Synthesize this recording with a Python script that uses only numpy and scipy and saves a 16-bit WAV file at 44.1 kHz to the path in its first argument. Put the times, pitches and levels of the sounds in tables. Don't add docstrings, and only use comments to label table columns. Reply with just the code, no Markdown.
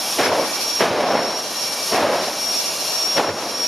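import sys
import numpy as np
from scipy import signal
from scipy.fft import rfft, irfft, next_fast_len
from scipy.io import wavfile
from scipy.ndimage import uniform_filter1d

SR = 44100
rng = np.random.default_rng(int(sys.argv[2]) if len(sys.argv) > 2 else 0)


def wrap_up_sound(samples):
    columns = np.atleast_2d(samples).T
    tamed = np.clip(columns, -1, 1)
    steps = np.round(tamed * 32767).astype(np.int16)
    wavfile.write(sys.argv[1], SR, steps)


def invert_db(x):
    u = np.asarray(x, float) / 20
    return 10 ** u


N = 161847
BLADES = 24


def shape(x, table):
    size = next_fast_len(N)
    table = np.array(table, float)
    hz = np.fft.rfftfreq(size, 1 / SR) + 1
    gain_db = np.interp(np.log(hz), np.log(table[:, 0]), table[:, 1])
    return irfft(rfft(x, size) * invert_db(gain_db), size)[:N]


def band(x, hz, width_hz):
    return signal.lfilter(*signal.iirpeak(hz, hz / width_hz, SR), x)


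def unit(x):
    return x / np.sqrt(np.mean(x ** 2))


def walk(rate):
    steps = np.repeat(rng.standard_normal(int(N / SR * rate) + 3), 4)
    steps = uniform_filter1d(steps, size=5)
    return unit(np.interp(np.arange(N) * (4 * rate / SR), np.arange(len(steps)), steps))


def curve(table):
    table = np.array(table, float)
    return np.interp(np.arange(N) / SR, table[:, 0], table[:, 1])


def turbulent(table, flicker_db, rate):
    size = next_fast_len(N)
    white = rfft(rng.standard_normal(size))
    octave = np.log2(np.fft.rfftfreq(size, 1 / SR) + 1)
    out = np.zeros(N)
    for centre in range(4, 16):
        part = irfft(white * np.clip(1 - abs(octave - centre), 0, 1), size)[:N]
        out += part * invert_db(flicker_db * walk(rate))
    return unit(shape(out, table))


# start_s, pitch_hz
BLADE_PITCH = [(0, 5560), (.15, 5558), (.27, 5478), (.42, 5545), (.6, 5588), (.8, 5575), (.9, 5440),
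               (1.04, 5420), (1.36, 5590), (1.5, 5592), (1.8, 5548), (1.92, 5556), (2.06, 5465),
               (2.33, 5582), (2.6, 5574), (2.85, 5560), (3.15, 5572), (3.67, 5573)]


def shaft_angle():
    turns_per_s = uniform_filter1d(curve(BLADE_PITCH), size=2500) / BLADES
    turns_per_s = turns_per_s * (1 + 0.00034 * walk(24.97))
    return 2 * np.pi * np.cumsum(turns_per_s) / SR + 0.012 * walk(60)


# start_s, level_db
WHINE_LEVEL = [(0, -43), (.26, -28.5), (.32, -42), (.4, -30), (.49, -38), (.62, -30), (.8, -25), (.86, -45),
               (1.12, -31.5), (1.4, -29), (1.51, -40), (1.6, -23.5), (1.8, -33), (1.91, -28.5), (2.1, -41),
               (2.5, -22.5), (2.77, -37), (3.0, -22.5), (3.17, -22), (3.21, -39.5), (3.28, -27.5),
               (3.33, -39.5), (3.45, -36.5), (3.67, -22)]


def blade_tone(turn):
    return invert_db(curve(WHINE_LEVEL) + 1.5 * walk(30.04)) * np.sin(BLADES * turn)


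def blade_octave(turn):
    return invert_db(-54 + 4 * walk(25)) * np.sin(2 * BLADES * turn + 1.2 * walk(50))


SHAFT_MULTIPLES = [5, 7, 8, 10, 11, 12, 14, 15, 16, 17, 18, 19, 20, 22, 26, 28, 29, 31, 36, 38, 39, 41, 43,
                   44]
MULTIPLE_LEVELS = [-48, -63, -51, -45, -51.5, -46, -47, -48.5, -60, -44.5, -48, -44, -54, -54, -65, -61,
                   -46, -50.5, -51, -65, -61, -50, -75, -56]


def shaft_orders(turn):
    out = np.zeros(N)
    for multiple, level_db in zip(SHAFT_MULTIPLES, MULTIPLE_LEVELS):
        fading_db = level_db + 1.8 * walk(5) + 2.2 * walk(29.92)
        out += invert_db(fading_db) * np.sin(multiple * turn + 6 * rng.random())
    return out


def blade_turbulence(turn):
    out = np.zeros(N)
    for multiple, level_db, width_hz in ((1, -34.5, 150), (2, -46, 420)):
        lowpass = signal.butter(1, width_hz / 2, fs=SR)
        spread = signal.lfilter(*lowpass, rng.standard_normal((2, N)))
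        angle = multiple * BLADES * turn
        hump = unit(spread[0]) * np.sin(angle) + unit(spread[1]) * np.cos(angle)
        out += invert_db(level_db) * hump / np.sqrt(2)
    return out


def compressor(duck_db):
    turn = shaft_angle()
    ducked = shaft_orders(turn) + blade_turbulence(turn) + blade_octave(turn)
    return np.sqrt(2) * (ducked * invert_db(0.56 * duck_db) + blade_tone(turn))


# start_s, level_db
FLAME_LEVELS = [
    [(.175, -33), (.195, -18.5), (.29, -20.5), (.32, -20), (.42, -21), (.5, -28.5), (.62, -35)],
    [(.79, -47), (.808, -12.5), (.835, -17), (.86, -21), (.93, -20.5), (1.03, -19), (1.15, -18.5),
     (1.33, -28), (1.47, -35)],
    [(1.9, -41), (1.93, -17.5), (2.0, -20), (2.1, -17.5), (2.2, -21.5), (2.3, -29), (2.4, -36)],
    [(3.158, -29), (3.18, -15.5), (3.2, -18), (3.22, -21.5), (3.3, -22), (3.32, -30), (3.4, -27),
     (3.55, -32.5), (3.66, -49)],
]
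# pitch_hz, level_db [per Hz]
ROAR_COLOUR = [(18, -85), (30, -72), (96, -27), (186, -15), (242, -11), (412, -8), (584, -2.5), (1630, -18),
               (4000, -27), (5200, -38), (8800, -120)]


def flame_roar():
    t = np.arange(N) / SR
    flame = np.zeros(N)
    for table in FLAME_LEVELS:
        table = np.array(table, float)
        flame += invert_db(np.interp(t, table[:, 0], table[:, 1], -99, -99))
    crackle = invert_db(1.1 * walk(200))
    return flame * turbulent(ROAR_COLOUR, 0.81, 29.74) * crackle


# start_s, rip_level_db, rip_length_s, thud_level_db, thud_delay_s
LIGHT_EVENTS = [
    (0.183, -25, 0.098, -36, 0.091),
    (0.794, -25, 0.068, -36, 0.097),
    (1.915, -27.5, 0.098, -36, 0.1),
    (3.166, -26, 0.017, -34, .112),
]


def ignition_rip():
    t = np.arange(N) / SR
    hz, width_hz, rise_s, fall_s = 1670, 2440, 0.0049, 0.025
    rip = np.zeros(N)
    for start_s, level_db, length_s, _, _ in LIGHT_EVENTS:
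        rise = np.clip((t - start_s) / rise_s, 0, 1)
        fall = np.exp(-np.clip(t - start_s - length_s, 0, None) / fall_s)
        rip += invert_db(level_db) * rise * fall
    noise = band(rng.standard_normal(N), hz, width_hz)
    bright = unit(band(noise, hz, width_hz))
    return rip * bright * invert_db(2 * walk(90))


def wall_thud():
    t = np.arange(N) / SR
    hz, width_hz, swell_s, kick_db = 97.7, 220, 0.018, -12
    gust = unit(band(rng.standard_normal(N), 1.8 * hz, width_hz))
    thud = np.zeros(N)
    for start_s, _, _, level_db, delay_s in LIGHT_EVENTS:
        for late_s, db in ((0, level_db + kick_db), (delay_s, level_db)):
            u = np.clip(t - start_s - late_s, 0, None) / swell_s
            swell = u * np.exp(1 - u)
            thud += invert_db(db) * swell * (np.sin(2 * np.pi * hz * swell_s * u) + gust)
    return band(thud, hz, width_hz)


def afterburner():
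    return flame_roar() + ignition_rip() + wall_thud()


# start_s, level_db
INTAKE_LEVEL = [(0, -33), (.15, -32), (.28, -36.5), (.32, -41.5), (.4, -36.5), (.62, -34.5), (.8, -36),
                (.92, -43.5), (1.15, -42.5), (1.36, -41), (1.56, -36), (1.92, -34), (2.08, -41.5),
                (2.45, -35), (2.9, -34), (3.17, -36), (3.31, -46), (3.42, -40.5), (3.67, -37.5)]


def gain_riding():
    return curve(INTAKE_LEVEL) + 36


# pitch_hz, level_db [per Hz]
HISS_COLOUR = [(880, -30), (1500, -31.5), (2110, -19), (2310, -10.5), (3690, -9.5), (5510, -4), (7840, -16),
               (11500, -12.5), (15600, -34.5)]
HISS_FOLLOW = 0.59


def intake_hiss(duck_db):
    level_db = -28.5 + HISS_FOLLOW * duck_db + walk(40)
    return turbulent(HISS_COLOUR, 0.49, 20) * invert_db(level_db)


def treble_riding(intake, duck_db):
    lowpass = signal.butter(2, 6800, fs=SR, output="sos")
    dull = signal.sosfiltfilt(lowpass, intake)
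    return dull + (intake - dull) * invert_db((1.32 - HISS_FOLLOW) * duck_db)


# pitch_hz, level_db [per Hz]
RUMBLE_COLOUR = [(15, -79), (25, -40), (216, -9.5), (294, -8), (350, -7.5), (425, -7), (612, -2),
                 (1460, -10.5), (2500, -18.5), (3250, -36), (5500, -120)]


def exhaust_rumble(duck_db):
    return turbulent(RUMBLE_COLOUR, 0.54, 7.9) * invert_db(-31.5 + 0.22 * duck_db)


# pitch_hz, level_db
SCATTER_WIDTH = [(60, -20), (110, -28), (200, -37), (380, -37), (700, -33), (1290, -23), (2380, -14),
                 (4400, -9), (8120, -8), (15000, -7)]
# pitch_hz, level_db
PORT_LEAN = [(20, -70), (6000, -55), (12000, -19), (20000, -14)]


def two_ports(mid):
    late = [np.roll(mid, lag) * walk(40) for lag in (90, 230)]
    side = shape(sum(late) / np.sqrt(2), SCATTER_WIDTH) + shape(mid, PORT_LEAN)
    return np.array([mid + side, mid - side])


# pitch_hz, level_db
TOP_EDGE = [(20, 0), (15080, 0), (15160, -9), (22050, -14)]


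def scene():
    duck_db = gain_riding()
    intake = treble_riding(compressor(duck_db) + intake_hiss(duck_db), duck_db)
    mid = intake + afterburner() + exhaust_rumble(duck_db)
    return two_ports(shape(mid, TOP_EDGE))


def roll_off(x):
    return signal.sosfilt(signal.butter(12, 15700, fs=SR, output="sos"), x)


def record(dry):
    notched = dry - 0.75 * band(dry, 7880, 560)
    bass_cut = signal.butter(2, 65, "high", fs=SR, output="sos")
    mix = signal.sosfilt(bass_cut, notched)
    return roll_off(mix)


dry = scene()
out = record(dry)
wrap_up_sound(out)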